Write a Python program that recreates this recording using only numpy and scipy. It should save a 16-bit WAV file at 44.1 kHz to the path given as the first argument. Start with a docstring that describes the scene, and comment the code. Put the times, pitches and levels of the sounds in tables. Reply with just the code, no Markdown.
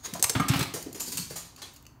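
"""A small dog leaps onto a cardboard box in a hallway with a hard floor.
Its paws scuff and its claws click as it springs; its weight thumps the lid and sets the box
ringing, and it scrabbles across and lands beyond on soft pads. Its claws then patter and rasp
away down the echoing hall, while a second dog ticks softly close by over a low room murmur."""
import sys
import numpy as np
from scipy import signal
from scipy.io import wavfile

SR = 44100
rng = np.random.default_rng(int(sys.argv[2]) if len(sys.argv) > 2 else 0)


def inscribe(sig):
    """Save sig as 16-bit PCM at rate SR to the path in sys.argv[1].

    A 1-D sig is mono; a 2-D sig holds one channel per row.
    Samples are clipped to [-1, 1] before scaling.
    """
    pcm = np.round(np.clip(np.atleast_2d(sig).T, -1, 1) * 32767)
    wavfile.write(sys.argv[1], SR, pcm.astype(np.int16))


N = 88200
T = np.arange(SR // 4) / SR  # time axis of one contact, s
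HZ = np.fft.rfftfreq(8192, 1 / SR)


def amp(db):
    """Decibels to gain."""
    return 10 ** (np.asarray(db) / 20)


def curve(points):
    """(f/Hz, value) points interpolated onto HZ in log frequency."""
    hz, value = np.transpose(points)
    return np.interp(np.log(HZ + 1), np.log(hz), value)


def add(mix, start_s, sound):
    """Adds a sound to the mix in place."""
    part = mix[max(round(start_s * SR), 0):][:len(sound)]
    part += sound[:len(part)]


def colour(x, gain_db):
    """Minimum-phase filter of unit energy, shaped by gain_db."""
    log_gain = np.log(amp(np.maximum(gain_db, gain_db.max() - 80)))
    mirrored = np.concatenate([log_gain, log_gain[-2:0:-1]])
    response = np.exp(np.conj(signal.hilbert(mirrored)))
    taps = np.fft.ifft(response).real[:len(HZ)]
    return signal.fftconvolve(x, taps / np.linalg.norm(taps))[:len(x)]


def pulse(rise_s, decay_s):
    """Envelope with exponential rise and decay."""
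    return (1 - np.exp(-T / rise_s)) * np.exp(-T / decay_s)


def grit(envelope, grain_db):
    """Friction: tiny slips of uneven size, with the envelope's shape and energy."""
    noise = rng.standard_normal(len(envelope))
    size_db = grain_db * np.minimum(rng.exponential(1, len(envelope)), 4)
    slips = noise * amp(size_db) * envelope
    return slips * np.linalg.norm(envelope) / np.linalg.norm(slips)


def strike(db, decay_s, tilt_db_oct, tone, rise_s, grain_db):
    """One contact: a gritty burst, its tone tilted above 500 Hz."""
    envelope = pulse(rise_s, decay_s)
    burst = grit(envelope / envelope.max(), grain_db)
    octaves = np.log2(np.maximum(HZ, 500) / 500)
    return amp(db) * colour(burst, curve(tone) + tilt_db_oct * octaves)


def strikes(rows, tone, rise_s, grain_db):
    """A run of contacts sharing one tone."""
    out = np.zeros(N)
    for start_s, db, decay_s, tilt_db_oct in rows:
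        add(out, start_s, strike(db, decay_s, tilt_db_oct, tone, rise_s, grain_db))
    return out


def ring(modes):
    """Decaying sines of a struck object."""
    return sum(amp(db - 60 * T / t60) * np.sin(2 * np.pi * hz * T) for hz, db, t60 in modes)


def rasp(envelope, hz, width_oct=0.026):
    """A dragging claw chatters in a narrow band."""
    band_db = -15 * np.log10(1 + (np.log2((HZ + 1) / hz) / width_oct) ** 2)
    return colour(grit(envelope, grain_db=3.5), band_db)


# room air spectrum: f/Hz, relative level/dB
AIR_TONE = [(20, -5.5), (45, 5.5), (65, 3.5), (130, 0.5), (190, -11.5), (270, -2.5), (450, -20.5),
            (1000, -14), (2500, -33), (8000, -48), (15000, -35)]

def room_tone(level_db=-54.5):
    """Steady low murmur of the room's air."""
    noise = rng.standard_normal(N + len(HZ))
    return amp(level_db) * colour(noise, curve(AIR_TONE))[-N:]


# hallway decay: f/Hz, t60/s
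HALL_T60 = [(100, 1.58), (200, 0.48), (280, 0.35), (600, 0.6045), (1400, 0.51), (4000, 0.5668),
            (9000, 0.4052), (15000, 0.34)]

def hall(x, wet_db, build_s, drift_hz=17):
    """Direct sound plus dense reflections; two tails crossfade, as echoes shift when the dogs move."""
    noise = rng.standard_normal((2, SR * 3 // 4))
    hz, t, spectra = signal.stft(noise, SR, nperseg=256)
    t60 = np.interp(hz, HZ, curve(HALL_T60))[:, None]
    tails = signal.istft(spectra * amp(-60 * t / t60), SR)[1]
    tails *= 1 - np.exp(-np.arange(tails.shape[1]) / SR / build_s)
    tails /= np.linalg.norm(tails, axis=1, keepdims=True)
    phase = 2 * np.pi * drift_hz * np.arange(len(x)) / SR
    crossfade = np.array([np.cos(phase), np.sin(phase)])
    wet = signal.fftconvolve(x * crossfade, tails, axes=1).sum(0)
    return x + amp(wet_db) * wet[:len(x)]


# second dog's claws: t/s, level/dB, decay/s, tilt/(dB/oct)
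CLAW_TICKS = [(.8255, -35.5, .004, 3.5), (.928, -36.5, .003, 3), (1.270, -54, .004, -7),
              (1.312, -42, .004, 14), (1.562, -43.5, .003, -2), (1.735, -51.5, 0.017, 5),
              (1.7615, -46.5, 0.0073, -1), (1.826, -50.5, .002, 5.5), (1.853, -51.5, .002, -6.5),
              (1.8655, -42.5, 0.0025, -3.5)]
# tick spectrum: f/Hz, relative level/dB
TICK_TONE = [(100, -13), (1300, -21), (2300, -10.5), (2700, -1), (3200, -11.5), (3950, -13), (4450, 3),
             (5100, -7), (6000, -5), (6750, 3.5), (8000, -6.5), (10500, -7), (12500, -5.5), (15000, -8)]

def second_dog():
    """Claws touch down lightly close by."""
    ticks = strikes(CLAW_TICKS, TICK_TONE, rise_s=0.0006, grain_db=3.5)
    return hall(ticks, wet_db=-7, build_s=0.003)


# pads on the floor: t/s, level/dB, f/Hz
PAD_TAPS = [(.075, -46, 310), (.128, -38, 179), (.148, -37.5, 678), (0.192, -42, 313), (.222, -39, 676),
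            (.24, -48.5, 670), (0.295, -40, 450), (.538, -31.5, 800), (.59, -32.5, 356), (.738, -38, 330),
            (0.741, -41, 174), (.76, -40, 612), (0.861, -37, 292), (0.947, -41, 328), (1.002, -44, 293),
            (1.005, -49, 885), (1.074, -39, 276), (1.124, -44.5, 276), (1.15, -41, 122),
            (1.181, -39.5, 137), (1.302, -42, 146), (1.304, -47, 481), (1.358, -44.5, 747),
            (1.623, -52.5, 289)]

def pads(width_oct=0.46, swing_db=-5):
    """Soft pads tap dully: a puff of band noise and a slight damped swing at its pitch."""
    out = np.zeros(N)
    envelope = pulse(rise_s=0.0019, decay_s=0.017)
    envelope /= envelope.max()
    for start_s, db, hz in PAD_TAPS:
        band_db = -10 * np.log10(1 + (np.log2((HZ + 1) / hz) / width_oct) ** 4)
        puff = colour(envelope * rng.standard_normal(len(T)), band_db)
        swing = amp(swing_db) * envelope * np.sin(2 * np.pi * hz * T)
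        add(out, start_s, amp(db) * (puff + swing))
    return hall(out, wet_db=-6, build_s=0.0064)


# paw slides: peak t/s, level/dB, half length/s
PAW_SLIDES = [(.004, -60.5, .02), (0.057, -37, 0.015), (.158, -45, 0.025)]
# slide spectrum: f/Hz, relative level/dB
SLIDE_TONE = [(100, -20), (500, -6), (1300, 0.5), (2500, -5), (4600, -1.5), (5600, -4), (6650, -2),
              (7700, -8.5), (9500, -6), (12000, -12.5), (15500, -9)]

def scuffs(squeak_hz=6630, squeak_db=1):
    """Paws slide on the floor, swelling and fading, with a thin squeak of claws."""
    t = np.arange(N) / SR
    envelope = np.zeros(N)
    for peak_s, db, half_s in PAW_SLIDES:
        envelope += amp(db) * np.exp(-np.abs((t - peak_s) / half_s) ** 1.74)
    rub = colour(grit(envelope, grain_db=2.1), curve(SLIDE_TONE))
    return hall(rub, wet_db=-1.5, build_s=0.002) + amp(squeak_db) * rasp(envelope, squeak_hz)


# claws down the hall: t/s, level/dB, rise/s, decay/s, tilt/(dB/oct), rasp f/Hz, rasp re level/dB
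FAR_SKIDS = [(.738, -32.5, 0.001, 0.015, -0.5, 7100, -12), (0.945, -41.5, 0.0027, 0.017, -1.5, 6860, -27),
             (.996, -36, 0.0061, 0.01, -0.5, 12400, -4), (1.003, -30.5, 0.0016, 0.0056, 2.5, 7200, -2),
             (1.059, -40, .005, 0.015, 1.5, 4670, -4), (1.077, -37.5, .004, .008, 2.5, 4680, -11),
             (1.118, -33.5, 0.0084, 0.0084, 0.5, 7100, -8), (1.171, -27.5, 0.0022, 0.0044, 1.5, 8500, -9),
             (1.178, -30.5, 0.0028, 0.0044, 0.5, 4430, -3), (1.3, -41.5, 0.0041, 0.015, -1, 4580, -2),
             (1.356, -36, 0.01, 0.012, -0.5, 7140, 0), (1.572, -52.5, 0.0091, .02, -4.5, 4550, -1),
             (1.618, -38.5, 0.0011, 0.0064, -3.5, 4080, -3.5),
             (1.628, -40, 0.00077, 0.0026, -2, 3370, -7.5), (1.650, -62, 0.0016, 0.0096, -11.5, 2400, 3)]
# skid spectrum: f/Hz, relative level/dB
SKID_TONE = [(100, -27), (500, -11.5), (1100, -5), (2200, -5.5), (3700, -4), (4500, 1), (5600, -0.5),
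             (7000, 4), (7700, -2.5), (8800, 2.5), (10300, -3.5), (12000, -2.5), (15500, -7.5)]

def far_claws(rasp_decay_s=0.032):
    """Each skid rasps at its own pitch and, from a new spot in the hall, has its own echo."""
    out = np.zeros(N)
    for start_s, db, rise_s, decay_s, tilt_db_oct, rasp_hz, rasp_db in FAR_SKIDS:
        skid = strike(db, decay_s, tilt_db_oct, SKID_TONE, rise_s, grain_db=3)
        add(out, start_s, hall(np.pad(skid, (0, len(T))), wet_db=1.2, build_s=0.0019))
        add(out, start_s, amp(db + rasp_db) * rasp(pulse(rise_s, rasp_decay_s), rasp_hz))
    return out


# leaping dog's claws: t/s, level/dB, decay/s, tilt/(dB/oct)
NEAR_CLICKS = [(.1372, -27.5, 0.0024, 2), (.160, -39, 0.0023, 13), (.195, -34, 0.0037, 0),
               (.2257, -12, 0.00025, 1.5), (.2268, -6.5, 0.00037, 5.5), (.2388, -19, 0.0051, 2.5),
               (.2419, -14, .0007, 3), (.243, -18.5, 0.0029, -2), (.296, -17, 0.0034, 2.5),
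               (.3005, -29.5, 0.0035, -8), (.312, -57, 0.0025, -8), (.351, -39, 0.0023, 10),
               (.398, -36, 0.012, 7), (.4835, -26, 0.011, 1.5), (.494, -32, 0.0018, -3),
               (.5925, -25.5, 0.0026, 6), (.607, -26, 0.0038, -5), (.627, -32.5, 0.009, 0)]
# click spectrum: f/Hz, relative level/dB
CLICK_TONE = [(100, -1), (500, -20.5), (1200, 2.5), (2800, -5), (4400, 0.5), (6200, 1), (8800, 3.5),
              (10200, -4.5), (11500, -2.5), (15500, -12)]
# floor modes under a claw: f/Hz, level/dB, t60/s
FLOOR_MODES = [(4635, -67, .16), (5370, -56.5, .13), (6051, -62, .11), (6450, -36.5, 0.066),
               (6876, -61, 0.28), (8720, -99.5, .11), (8760, -56.5, .1), (9125, -56.5, .13),
               (11300, -67, .12)]

def near_claws(scatter_db=-6):
    """Sharp clicks ring the floor faintly and are thrown straight back by the box."""
    clicks = strikes(NEAR_CLICKS, CLICK_TONE, rise_s=0.00016, grain_db=3.5)
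    clicks += signal.fftconvolve(clicks, ring(FLOOR_MODES))[:N]
    scatter = grit(pulse(rise_s=0.0015, decay_s=0.0041), grain_db=0.5)
    box_echo = signal.fftconvolve(clicks, scatter / np.linalg.norm(scatter))[:N]
    return hall(clicks + amp(scatter_db) * box_echo, wet_db=-8.5, build_s=0.0011)


# paws on cardboard: t/s, level/dB, decay/s, tilt/(dB/oct)
BOX_KNOCKS = [(.350, -25.5, 0.023, -0.5), (.397, -20.5, 0.009, -4.5), (.420, -35.5, 0.045, 0),
              (.445, -41, 0.023, -14), (.485, -31, 0.056, 1.5), (.513, -31, 0.02, 2),
              (.535, -26.5, 0.018, 2.5), (.556, -31.5, 0.044, 5), (.594, -30, 0.0078, 6.5),
              (.609, -28.5, .012, 4), (.626, -27.5, 0.0079, 3.5)]
# cardboard spectrum: f/Hz, relative level/dB
CARDBOARD_TONE = [(80, -15), (280, 3.5), (450, -16.5), (800, -7.5), (1200, -7.5), (1700, -9), (2300, -10.5),
                  (3000, -11.5), (4300, -16), (5300, -21.5), (9000, -31.5), (15500, -33.5)]
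# front wall modes: f/Hz, level/dB, t60/s
WALL_MODES = [(1053, -4.5, 0.14), (1188, -3, 0.13), (1228, 0, 0.21), (1332, 3, 0.09), (1602, 2, 0.045),
              (2190, -0.5, 0.057), (2262, -10, .06)]
# blows to that wall: t/s, level/dB
WALL_BLOWS = [(0.352, -37), (0.3982, -25.5), (0.54, -50), (0.593, -36)]

def box_scrabble(wall_rise_s=0.0014):
    """Paws knock and scrape the cardboard; some blows ring the hollow box's front wall."""
    out = strikes(BOX_KNOCKS, CARDBOARD_TONE, rise_s=0.00089, grain_db=2.5)
    wall = ring(WALL_MODES) * (1 - np.exp(-T / wall_rise_s))
    for start_s, db in WALL_BLOWS:
        add(out, start_s, amp(db) * wall)
    return hall(out, wet_db=-6.5, build_s=0.0024)


# dog's weight on the lid: t/s, level/dB, f/Hz
LID_THUMPS = [(0.3568, -20, 120), (.399, -24.5, 135), (.407, -25, 172), (.498, -13.5, 134.5),
              (.556, -21.5, 148), (0.59, -28, 102), (0.609, -21.5, 148)]
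# box modes: f/Hz, level/dB, t60/s
BOX_MODES = [(91, -24.5, 0.19), (124, -8.5, 0.091), (162.2, -16, 0.22), (274.4, -16, 0.49),
             (320.5, -15.5, 0.12)]

def box_thumps(rise_s=0.0033):
    """The lid gives under the dog, swings about twice and leaves the box ringing."""
    out = np.zeros(N)
    age = T / rise_s
    envelope = (age / 2) ** 2 * np.exp(2 - age)  # peaks at 1 when age = 2
    box_ring = (1 - np.exp(-age)) * ring(BOX_MODES)
    for start_s, db, hz in LID_THUMPS:
        swing = envelope * np.sin(2 * np.pi * hz * T)
        add(out, start_s, amp(db) * (swing + box_ring))
    return hall(out, wet_db=-18.5, build_s=0.014)


def scene():
    """All sources, mono."""
    claws = near_claws() + second_dog() + far_claws()
    return (claws + scuffs() + box_scrabble() + box_thumps() + pads() + room_tone())[None]


def record(dry):
    """Microphone bass roll-off, then a steep treble limit."""
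    low_cut_hz, high_cut_hz = 59, 15750
    highpass = signal.butter(2, low_cut_hz, "highpass", fs=SR, output="sos")
    lowpass = signal.firwin(601, high_cut_hz, window=("kaiser", 9), fs=SR)
    return signal.oaconvolve(signal.sosfilt(highpass, dry), lowpass[None], "same")


dry = scene()
out = record(dry)
inscribe(out)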